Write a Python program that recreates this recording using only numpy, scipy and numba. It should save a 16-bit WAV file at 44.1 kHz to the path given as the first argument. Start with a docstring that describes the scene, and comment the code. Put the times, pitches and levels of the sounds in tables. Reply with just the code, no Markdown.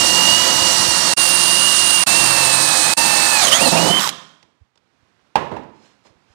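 """In a shed, a cordless drill bores an aluminium plank, snatches as it breaks through and brakes; two
faint lip clicks follow, and it is set down on the bench. Magnet whine and gear tones follow the rotor;
friction makes the gears rasp and the bit squeal, and chips drive the plank's resonances. The shed
reverberates over faint air noise, and a hand slides off the drill. A clip-on microphone, bumped by a
shirt, feeds the right channel only, and its sound drops out for an instant three times."""
import sys
import numpy as np
from scipy import signal
from scipy.io import wavfile
from scipy.ndimage import uniform_filter1d, map_coordinates
from numba import njit

SR = 44100
rng = np.random.default_rng(int(sys.argv[2]) if len(sys.argv) > 2 else 0)


def unload_wav(signal):
    """Save mono or channel-first audio to the path in sys.argv[1] as 16-bit WAV at rate SR, clipped to [-1, 1]."""
    wavfile.write(
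        sys.argv[1],
        SR,
        np.round(np.clip(np.atleast_2d(signal).T, -1, 1) * 32767).astype(np.int16),
    )


N = 279594
TIME = np.arange(N) / SR
BLEND_S = 0.0079  # from one stage of the work to the next

# Resonances of the gear case, the rasping gears and the fan vents: centre_hz, width_hz, gain_db
CASE_BANDS = [(1113, 470, 5.5), (1830, 340, 2), (2390, 960, -0.5)]
RASP_BANDS = [(3060, 550, -5.5), (3902, 540, 1.5), (4600, 600, 1.5), (5670, 980, 1), (6540, 1100, 0),
              (7650, 1300, 0.5)]
VENT_BANDS = [(10180, 2500, -4.5), (12270, 1100, -8.5), (13500, 1200, -6.5), (15100, 1100, -8.5)]


def undb(db):
    """Amplitude ratio of a level in decibels."""
    return 10 ** (np.asarray(db) / 20)


def unit(x):
    """Normalisation to an rms of 1."""
    return x / np.sqrt(np.mean(x ** 2))


def curves(rows):
    """Linear interpolation of each column against the first, time_s."""
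    times, *columns = np.transpose(rows)
    return [np.interp(TIME, times, column) for column in columns]


def gate(start_s, end_s, edge_s):
    """Trapezoidal window: 1 between two times, with ramps outside them."""
    return np.interp(TIME, [start_s - edge_s, start_s, end_s, end_s + edge_s], [0, 1, 1, 0])


@njit
def resonator(x, hz, width_hz):
    """Second-order resonance with a moving centre and unit gain there."""
    y, band_state, low_state = np.empty(len(x)), 0., 0.
    for i in range(len(x)):
        g, damping = np.tan(np.pi * hz[i] / SR), width_hz / hz[i]
        band = (band_state + g * (x[i] + 1e-18 - low_state)) / (1 + g * (g + damping))
        band_state, low_state = 2 * band - band_state, low_state + 2 * g * band
        y[i] = damping * band
    return y


def body(x, bands):
    """Modal superposition: doubled resonators in parallel, alternating in sign."""
    out = 0
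    for k, (hz, width_hz, db) in enumerate(bands):
        centre, wide = np.full(len(x), 1. * hz), 1.71 * width_hz
        out = out + (-1) ** k * undb(db) * resonator(resonator(x, centre, wide), centre, wide)
    return out


def wander(rate_hz):
    """Random modulation: held values smoothed twice, with a spread near 1."""
    hold = int(SR / rate_hz)
    steps = np.repeat(rng.standard_normal(N // hold + 1), hold)
    return 1.205 * uniform_filter1d(uniform_filter1d(steps, hold), hold)[:N]


def grit(scatter_db, flicker_db, rate_hz):
    """Amplitude-modulated noise: dense grains of uneven size whose level flickers."""
    return rng.standard_normal(N) * undb(scatter_db * rng.exponential(size=N) + flicker_db * wander(rate_hz))


def tones(phase, orders):
    """Rotational orders: sines locked to multiples of the whine, wavering in level and phase."""
    return sum(undb(db + 1.6 * wander(25)) * np.sin(k * phase + 0.73 * wander(20)) for k, db in orders)


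def stage_gains():
    """Grip and load set each source's amplitude, stage by stage."""
    # Bite, shallow cut, deep cut, nearly through, snatch, through, lift, flutes dragging, running free:
    # start_s, then one level_db for each of the names below
    stages = [(0, -34.5, -29.5, -31.5, -30.5, -33.5, -33.5, -25, -27, -21, -27, -32, -32.5, -32.5),
              (1.16, -41.5, -39.5, -31.5, -44.5, -38.5, -35.5, -28.5, -27.5, -21.5, -25.5, -22, -18, -32),
              (2.055, -34.5, -31, -33.5, -42, -35.5, -35.5, -26.5, -26, -21, -24, -31, -21.5, -31),
              (2.96, -29.5, -39, -30, -46, -36, -38, -28.5, -26, -21.5, -28, -29.5, -23, -30.5),
              (3.43, -32.5, -40.5, -40, -38, -37, -46.5, -27, -25.5, -24, -27.5, -32.5, -37, -34),
              (3.61, -36, -41.5, -42.5, -46, -25, -38, -19.5, -29.5, -24.5, -24.5, -28, -32.5, -32),
              (3.69, -41.5, -40.5, -42.5, -43, -37, -41, -24.5, -34, -20.5, -32.5, -33, -31.5, -35.5),
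              (3.72, -38.5, -40, -43.5, -39.5, -24.5, -39, -16, -27.5, -24, -29, -40.5, -42, -35.5),
              (3.92, -36.5, -45.5, -44.5, -41.5, -35, -37.5, -35, -26.5, -30, -33.5, -43, -44.5, -38.5)]
    names = "slow sun ring beat boom shaft chatter growl rasp steady moving teeth fan".split()
    # Easing as a stage goes on: boom_db_per_s, chatter_db_per_s, fan_db_per_s
    settling = -3, -3.5, -3
    slope = dict(zip(("boom", "chatter", "fan"), settling), shaft=settling[0])
    starts, *levels = np.array(stages, float).T
    now = np.searchsorted(starts, TIME, side="right") - 1
    age = TIME - starts[now]
    return {name: undb(uniform_filter1d(db[now] + slope.get(name, 0) * age, int(BLEND_S * SR)))
            for name, db in zip(names, levels)}


def magnet_whine(phase):
    """Periodic magnetic forces in the motor radiate a tone with weaker lines above it."""
    # Lines beside the whine: whine_multiple, relative_db
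    sidebands = [(1.018, -10), (1.125, -15.5)]
    return np.sqrt(2) * np.sin(phase) * undb(1.2 * wander(30)) + tones(phase, sidebands)


def gear_tones(phase, whine_hz, gain):
    """Teeth meet periodically, giving mesh tones; their rattle grows as load drags the speed down."""
    # Output gears, then fine teeth: whine_multiple, relative_db
    output_gears = [(.191, -15), (.234, -8.5), (.312, 1), (.345, 2), (.674, -1), (.689, -4.5)]
    fine_teeth = [(3.205, -16), (3.273, -14), (3.307, -15), (3.34, -14)]
    # Sun mesh, ring mesh and doubled tooth beat: whine_multiple, relative_rattle_db
    meshes = [(1.568, -12), (1.69, -3), (2.0, 2)]
    # Gear lines that flare as the bit catches: peak_s, length_s, whine_multiple, level_db
    flares = [(3.44, 0.022, 1.568, -22), (3.48, 0.023, 1.69, -22), (3.528, 0.037, 1.69, -22),
              (3.56, 0.05, 1.69, -28.5), (3.64, 0.017, .674, -22.5), (3.66, 0.042, 1.568, -22.5),
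              (3.7, 0.042, 1.568, -27.5), (3.783, 0.022, .9, -23), (3.45, .03, 3.0, -27.5),
              (3.52, .02, 2.6, -30), (3.557, .05, 3.3, -26), (3.871, .02, 1.75, -24)]
    load = np.clip(3000 / whine_hz - .3, .5, 1.5)

    def rattle(multiple):
        """Tooth chatter spreads a narrow band of noise around a mesh line."""
        flicker = undb(3.0 * wander(70))
        return load * flicker * unit(resonator(rng.standard_normal(N), multiple * whine_hz, 130.))

    out = gain["slow"] * tones(phase, output_gears) + gain["teeth"] * tones(phase, fine_teeth)
    for (multiple, rattle_db), name in zip(meshes, ("sun", "ring", "beat")):
        out += gain[name] * (tones(phase, [(multiple, 0)]) + undb(rattle_db) * rattle(multiple))
    for peak_s, length_s, multiple, db in flares:
        swell = undb(db) * np.exp(-(2 * (TIME - peak_s) / length_s) ** 2)
        out += swell * (tones(phase, [(multiple, -6)]) + 0.98 * rattle(multiple))
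    return out


def gear_and_fan_noise(pulsing, gain):
    """Noise from gears and fan, modulated by the rotation, is coloured by fixed resonances."""
    rasp = gain["rasp"] * unit(body(pulsing * grit(1.5, .7, 30), RASP_BANDS))
    growl = gain["growl"] * unit(body(pulsing * grit(1.5, .7, 30), CASE_BANDS))
    fan = gain["fan"] * unit(body(pulsing * grit(2.5, .8, 30), VENT_BANDS))
    return rasp + growl + fan


def bit_squeal(whine_hz, pulsing, gain):
    """Friction at the bit excites one band that follows the speed and two that stay put."""
    scrape = pulsing * grit(1.5, 1., 40)
    squeal_hz = 3.27 * whine_hz
    moving = unit(resonator(resonator(scrape, squeal_hz, 950.), squeal_hz, 950.))
    steady = unit(body(scrape, [(8550, 730, -0.5), (9520, 380, 1.4)]))
    return gain["moving"] * moving + gain["steady"] * steady


def plank_vibration(phase, gain):
    """Forced vibration: chips and turning shafts shake the plank, which at times hums on the bench."""
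    # Modes of the plank on the bench, then of its walls: centre_hz, width_hz, gain_db
    boom_modes = [(68.4, 82, -7.5), (127, 28, -4), (185, 56, 0), (266, 90, -1)]
    wall_modes = [(400.3, 99, -6), (537, 44, 4), (681, 63, 3), (898, 140, 1), (1060, 600, -13.5)]
    # Shaft rotations felt in the plank: whine_multiple, relative_db
    shafts = [(.031, -11), (.049, -12), (.064, -4), (.097, -10), (.125, -2)]
    # Spells of humming: start_s, end_s, pitch_hz, level_db
    hums = [(1.17, 1.549, 134.8, -43.5), (2.2, 2.644, 127.7, -36.5), (3.73, 3.911, 166.9, -26.5)]
    chips = grit(1.5, 1.2, 35)
    boom = gain["boom"] * 0.71 * unit(body(chips, boom_modes))
    chatter = gain["chatter"] * 0.67 * unit(body(chips, wall_modes))
    out = boom + chatter + gain["shaft"] * tones(phase, shafts)
    for start_s, end_s, hz, db in hums:
        envelope = undb(db + 2.5 * wander(19)) * gate(start_s, end_s, 0.014)
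        out += envelope * np.sin(2 * np.pi * hz * TIME + 0.29 * wander(15))
    return out


def drilling():
    """One rotor drives the sources, so their tones and pulsing rise and fall with its speed."""
    # Rotor speed while boring, in four runs of rows: time_s, whine_hz, level_db
    boring = [
        [(0.0, 2818, -21), (0.052, 2818, -23.5), (0.288, 2845, -18.5), (0.386, 2885, -22), (1.066, 2797, -29.5),
         (1.13, 2743, -29.5)],
        [(1.185, 2798, -24.5), (1.267, 2771, -25), (1.671, 2844, -20.5), (1.755, 2824, -23.5),
         (2.025, 2806, -22.5), (2.03, 2820, -26.5)],
        [(2.08, 2624, -27), (2.176, 2749, -20.5), (2.314, 2718, -25.5), (2.576, 2591, -27),
         (2.666, 2540, -30.5), (2.93, 2534, -29)],
        [(2.985, 2683, -26), (3.143, 2641, -26), (3.337, 2585, -26), (3.377, 2502, -24.5), (3.387, 2476, -33.5),
         (3.4, 2467, -27.5)],
    ]
    # The bit snatches, breaks through, drags and spins free: time_s, whine_hz, level_db
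    breakthrough = [(3.44, 2273, -34), (3.505, 1632, -43), (3.55, 1952, -30), (3.58, 2056, -33),
                    (3.6, 2560, -26), (3.64, 2900, -21), (3.68, 2555, -30), (3.725, 2660, -30),
                    (3.78, 2802, -28), (3.87, 2976, -27), (3.935, 3073, -18), (3.98, 3103, -19.5),
                    (3.988, 3090, -21), (4.003, 2850, -27)]
    # The snatching bit shakes speed and level: start_s, end_s, speed_fraction, spread_db
    judder = 3.42, 3.72, .018, 1.5
    start_s, end_s, speed_fraction, spread_db = judder
    magnet_poles, planet_multiple = 8, .109
    whine_hz, whine_db = curves(sum(boring, []) + breakthrough)
    gain, snatch = stage_gains(), gate(start_s, end_s, BLEND_S)
    unevenness = 1 + 0.0011 * wander(60) + speed_fraction * snatch * wander(150)
    phase = 2 * np.pi * np.cumsum(whine_hz * unevenness) / SR
    # The noise swells once a rotor turn, and slightly as the planet gears pass.
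    pulsing = 1 + 0.29 * np.cos(phase / magnet_poles) + 0.068 * np.cos(planet_multiple * phase)
    out = undb(whine_db) * magnet_whine(phase) + gear_tones(phase, whine_hz, gain)
    out += gear_and_fan_noise(pulsing, gain) + bit_squeal(whine_hz, pulsing, gain)
    out += plank_vibration(phase, gain)
    return gate(-1, 3.998, 0.0058) * undb(spread_db * snatch * wander(60)) * out


def shed_reverberation(x):
    """Reflections decay exponentially by band; the paths change as the worker moves, blurring tones."""
    # Decay of the shed: centre_hz, t60_s, gain_db
    decays = [(202, 0.65, 11), (534, 0.74, -0.5), (1500, .7, 2.5), (3900, .6, 2), (9250, 0.3, 0)]
    reverb_db, sway_s = -18, .0015
    tail = sum(1000. ** (-TIME / t60) * body(rng.standard_normal(N), [(hz, hz, db)])
               for hz, t60, db in decays)
    tail *= np.clip((TIME - .006) / 0.036, 0, 1)  # reflections build up
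    tail = tail[:SR] / np.sqrt(np.sum(tail ** 2))
    swaying = map_coordinates(x, [np.arange(N) + sway_s * SR * wander(40)], order=3)
    return undb(reverb_db) * signal.fftconvolve(swaying, tail)[:N]


def background_air():
    """Ambient noise, broadband and strongest in the bass, swells a little near the end."""
    # Spectrum of the background: centre_hz, width_hz, gain_db
    bands = [(62, 60, -10), (118.8, 18, -2.5), (201, 120, -7.5), (400, 320, -13), (875, 900, -11.5),
             (2000, 1900, -18), (4440, 3000, -22)]
    # Its swell: time_s, level_db
    swell = [(0, -69), (4.55, -70), (4.72, -72), (5.0, -66), (6.34, -65)]
    return undb(curves(swell)[0]) * unit(body(grit(1.5, 1.3, 9), bands))


def shirt_bumps():
    """Contact noise: each bump of the shirt gives the microphone about one cycle of a low tone."""
    # Bumps: start_s, level_db, pitch_hz
    bumps = [(.31, -29.5, 85), (.55, -29, 109), (.61, -25, 99), (0.794, -24, 125), (.878, -23.5, 99),
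             (4.605, -43, 74.2), (5.019, -56, 94), (6.099, -52, 105), (6.143, -59, 72.4), (6.294, -52, 83)]
    out = np.zeros(N)
    for start_s, db, hz in bumps:
        cycles = hz * (TIME - start_s)
        out += undb(db) * np.sin(2 * np.pi * cycles) * np.exp(-((cycles - 1) / 0.58) ** 2)
    return out


def brake():
    """Deceleration gives a fading rattle and a falling chirp; backlash slams the teeth to and fro."""
    # Last turns of the gears: start_s, end_s, start_hz, end_hz, level_db
    spin_down = 4.04, 4.075, 1250, 850, -25
    # Impacts across the gear play: start_s, clunk_db, crack_db
    clacks = [(3.995, -31, -15.5), (4.031, -28, -17), (4.043, -14, -14), (4.074, -9, -12.5),
              (4.077, -73, -22), (4.091, -29, -10.5)]
    brake_s, rattle_db, fade_db_per_s = 4.005, -25, -72
    rattle = grit(2.2, 1.2, 50)
    case = unit(body(rattle, CASE_BANDS)) + 0.92 * unit(body(rattle, RASP_BANDS))
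    case += 0.4 * unit(body(rattle, VENT_BANDS))
    braking_s = np.clip(TIME - brake_s, 0, 1)
    out = gate(brake_s, 4.1, 0.0063) * undb(rattle_db + fade_db_per_s * braking_s) * case
    start_s, end_s, start_hz, end_hz, db = spin_down
    chirp_hz = np.interp(TIME, [start_s, end_s], [start_hz, end_hz])
    out += gate(start_s, end_s, .006) * undb(db) * np.sin(2 * np.pi * np.cumsum(chirp_hz) / SR)
    age = np.arange(int(.03 * SR)) / SR
    for start_s, clunk_db, crack_db in clacks:
        clunk = np.sin(2 * np.pi * 1080 * age) * np.exp(-age / 0.00043)
        crack = unit(body(rng.standard_normal(len(age)), [(4100, 3100, 0)])) * np.exp(-age / 0.0017)
        out[int(start_s * SR):][:len(age)] += undb(clunk_db) * clunk + undb(crack_db) * crack
    return out


def clicks_and_knocks():
    """Damped transients: faint lip clicks, then the drill knocks on the bench and loose parts shake."""
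    # A tick, two lip clicks (4.756 and 4.775 s), then the battery pack landing and rocking:
    # start_s, thud_db, crack_db, contact_ms, tilt_db_per_octave
    events = [(4.427, -59, -43, 1.74, -7), (4.756, -66, -55, 1.33, -2), (4.775, -71, -51, 1.5, -6),
              (5.355, -12, -25, 2.8, 2.6), (5.512, -27, -62, 7.6, -7), (5.563, -30.5, -54, 6.3, 1.5),
              (5.634, -48, -58, 1.3, 2), (6.048, -50, -62, 8.4, -4.5)]
    # Bench modes, which colour every thud:
    # centre_hz, width_hz, gain_db, thud_t60_s, relative_shake_db, shake_t60_s
    modes = [(90, 74, -20.5, 0.088, -9.5, 0.39), (223.6, 240, -12, 0.03, -0.5, 0.51),
             (408, 150, -5, 0.042, -8, 0.44), (605.2, 223, -2, 0.065, -11.5, 0.52),
             (831, 156, 3.5, 0.051, -16.5, 0.44), (1190, 290, -7.5, 0.032, -17, 0.35),
             (1600, 490, -12, 0.021, -13.5, 0.37), (2320, 430, -10.5, 0.039, -29, 0.23),
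             (3380, 1200, -39, 0.015, -21.5, 0.31)]
    out, age = np.zeros(N + SR), np.arange(SR) / SR
    for start_s, thud_db, crack_db, contact_ms, tilt_db in events:
        noise, thud = rng.standard_normal(SR), 0
        for hz, width_hz, db, t60, shake_db, shake_t60 in modes:
            decay = 1000. ** (-age / t60) + undb(shake_db) * 1000. ** (-age / shake_t60)
            thud += undb(db + tilt_db * np.log2(hz / 500)) * unit(body(noise, [(hz, width_hz, 0)])) * decay
        dull = body(noise, [(2950, 4700, 0)])
        crack = unit(body(dull, [(2920, 4600, 0)])) * np.exp(-age / 0.0035)
        crack += undb(-18) * unit(body(noise, [(9000, 6000, 0)])) * np.exp(-age / 0.0024)
        rise = np.clip(1000 * age / contact_ms, 0, 1)
        out[int(start_s * SR):][:SR] += rise * (undb(thud_db) * thud + undb(crack_db) * crack)
    return out[:N]


def hand_slide():
    """Sliding friction rustles as the hand leaves the drill."""
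    # Strokes of the hand: peak_s, rise_s, fall_s, level_db
    strokes = [(5.87, .1, 0.059, -59), (6.067, 0.016, 0.028, -56.5), (6.33, 0.048, 0.045, -64)]
    # Spectrum of the rustle: centre_hz, width_hz, gain_db
    bands = [(608, 550, 5), (1800, 1200, -1), (2980, 1300, 2.5), (4260, 114, 7), (5000, 156, 6),
             (6500, 2400, -4.5)]
    envelope = sum(undb(db) * np.exp(-np.maximum((peak_s - TIME) / rise_s, (TIME - peak_s) / fall_s))
                   for peak_s, rise_s, fall_s, db in strokes)
    return gate(5.76, 7, 0.045) * envelope * unit(body(grit(2.1, 2.2, 30), bands))


def scene():
    """Direct sound, reverberation and small noises superpose at the one microphone."""
    direct = drilling() + brake() + clicks_and_knocks()
    heard = direct + shed_reverberation(direct) + background_air() + shirt_bumps() + hand_slide()
    return np.array([heard, heard])


def record(dry):
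    """A band-limited, clipping signal path feeds the right channel and drops out; both hiss faintly."""
    # Brief losses of signal: cut_s, back_s, fade_out_ms, fade_in_ms, depth_db
    dropouts = [(1.138, 1.177, 8.3, 15, -70.5), (2.039, 2.071, 4.3, 11, -52),
                (2.939, 2.976, 1.5, 11, -40.5)]
    low_hz, top_hz, channel_gains = 55, 15740, np.array([[0], [2]])
    gain = np.ones(N)
    for cut_s, back_s, out_ms, in_ms, db in dropouts:
        corners_s = [cut_s - .001, cut_s, cut_s + out_ms / 1000, back_s - in_ms / 1000]
        fall = undb(np.interp(TIME, corners_s, [0, -20, 0.52 * db, db]))
        rise = np.clip(1 + (TIME - back_s) * 1000 / in_ms, 0, 1) ** 2
        gain *= np.maximum(fall, rise)
    passband = signal.butter(3, [low_hz, top_hz], "bandpass", fs=SR, output="sos")
    clipped = np.clip(signal.sosfilt(passband, dry) * gain * channel_gains, -1, 1)
    hiss = undb(-97) * rng.standard_normal((2, N))
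    steep_lowpass = signal.ellip(12, .2, 85, top_hz, fs=SR, output="sos")
    return signal.sosfilt(steep_lowpass, clipped + hiss)


dry = scene()
out = record(dry)
unload_wav(out)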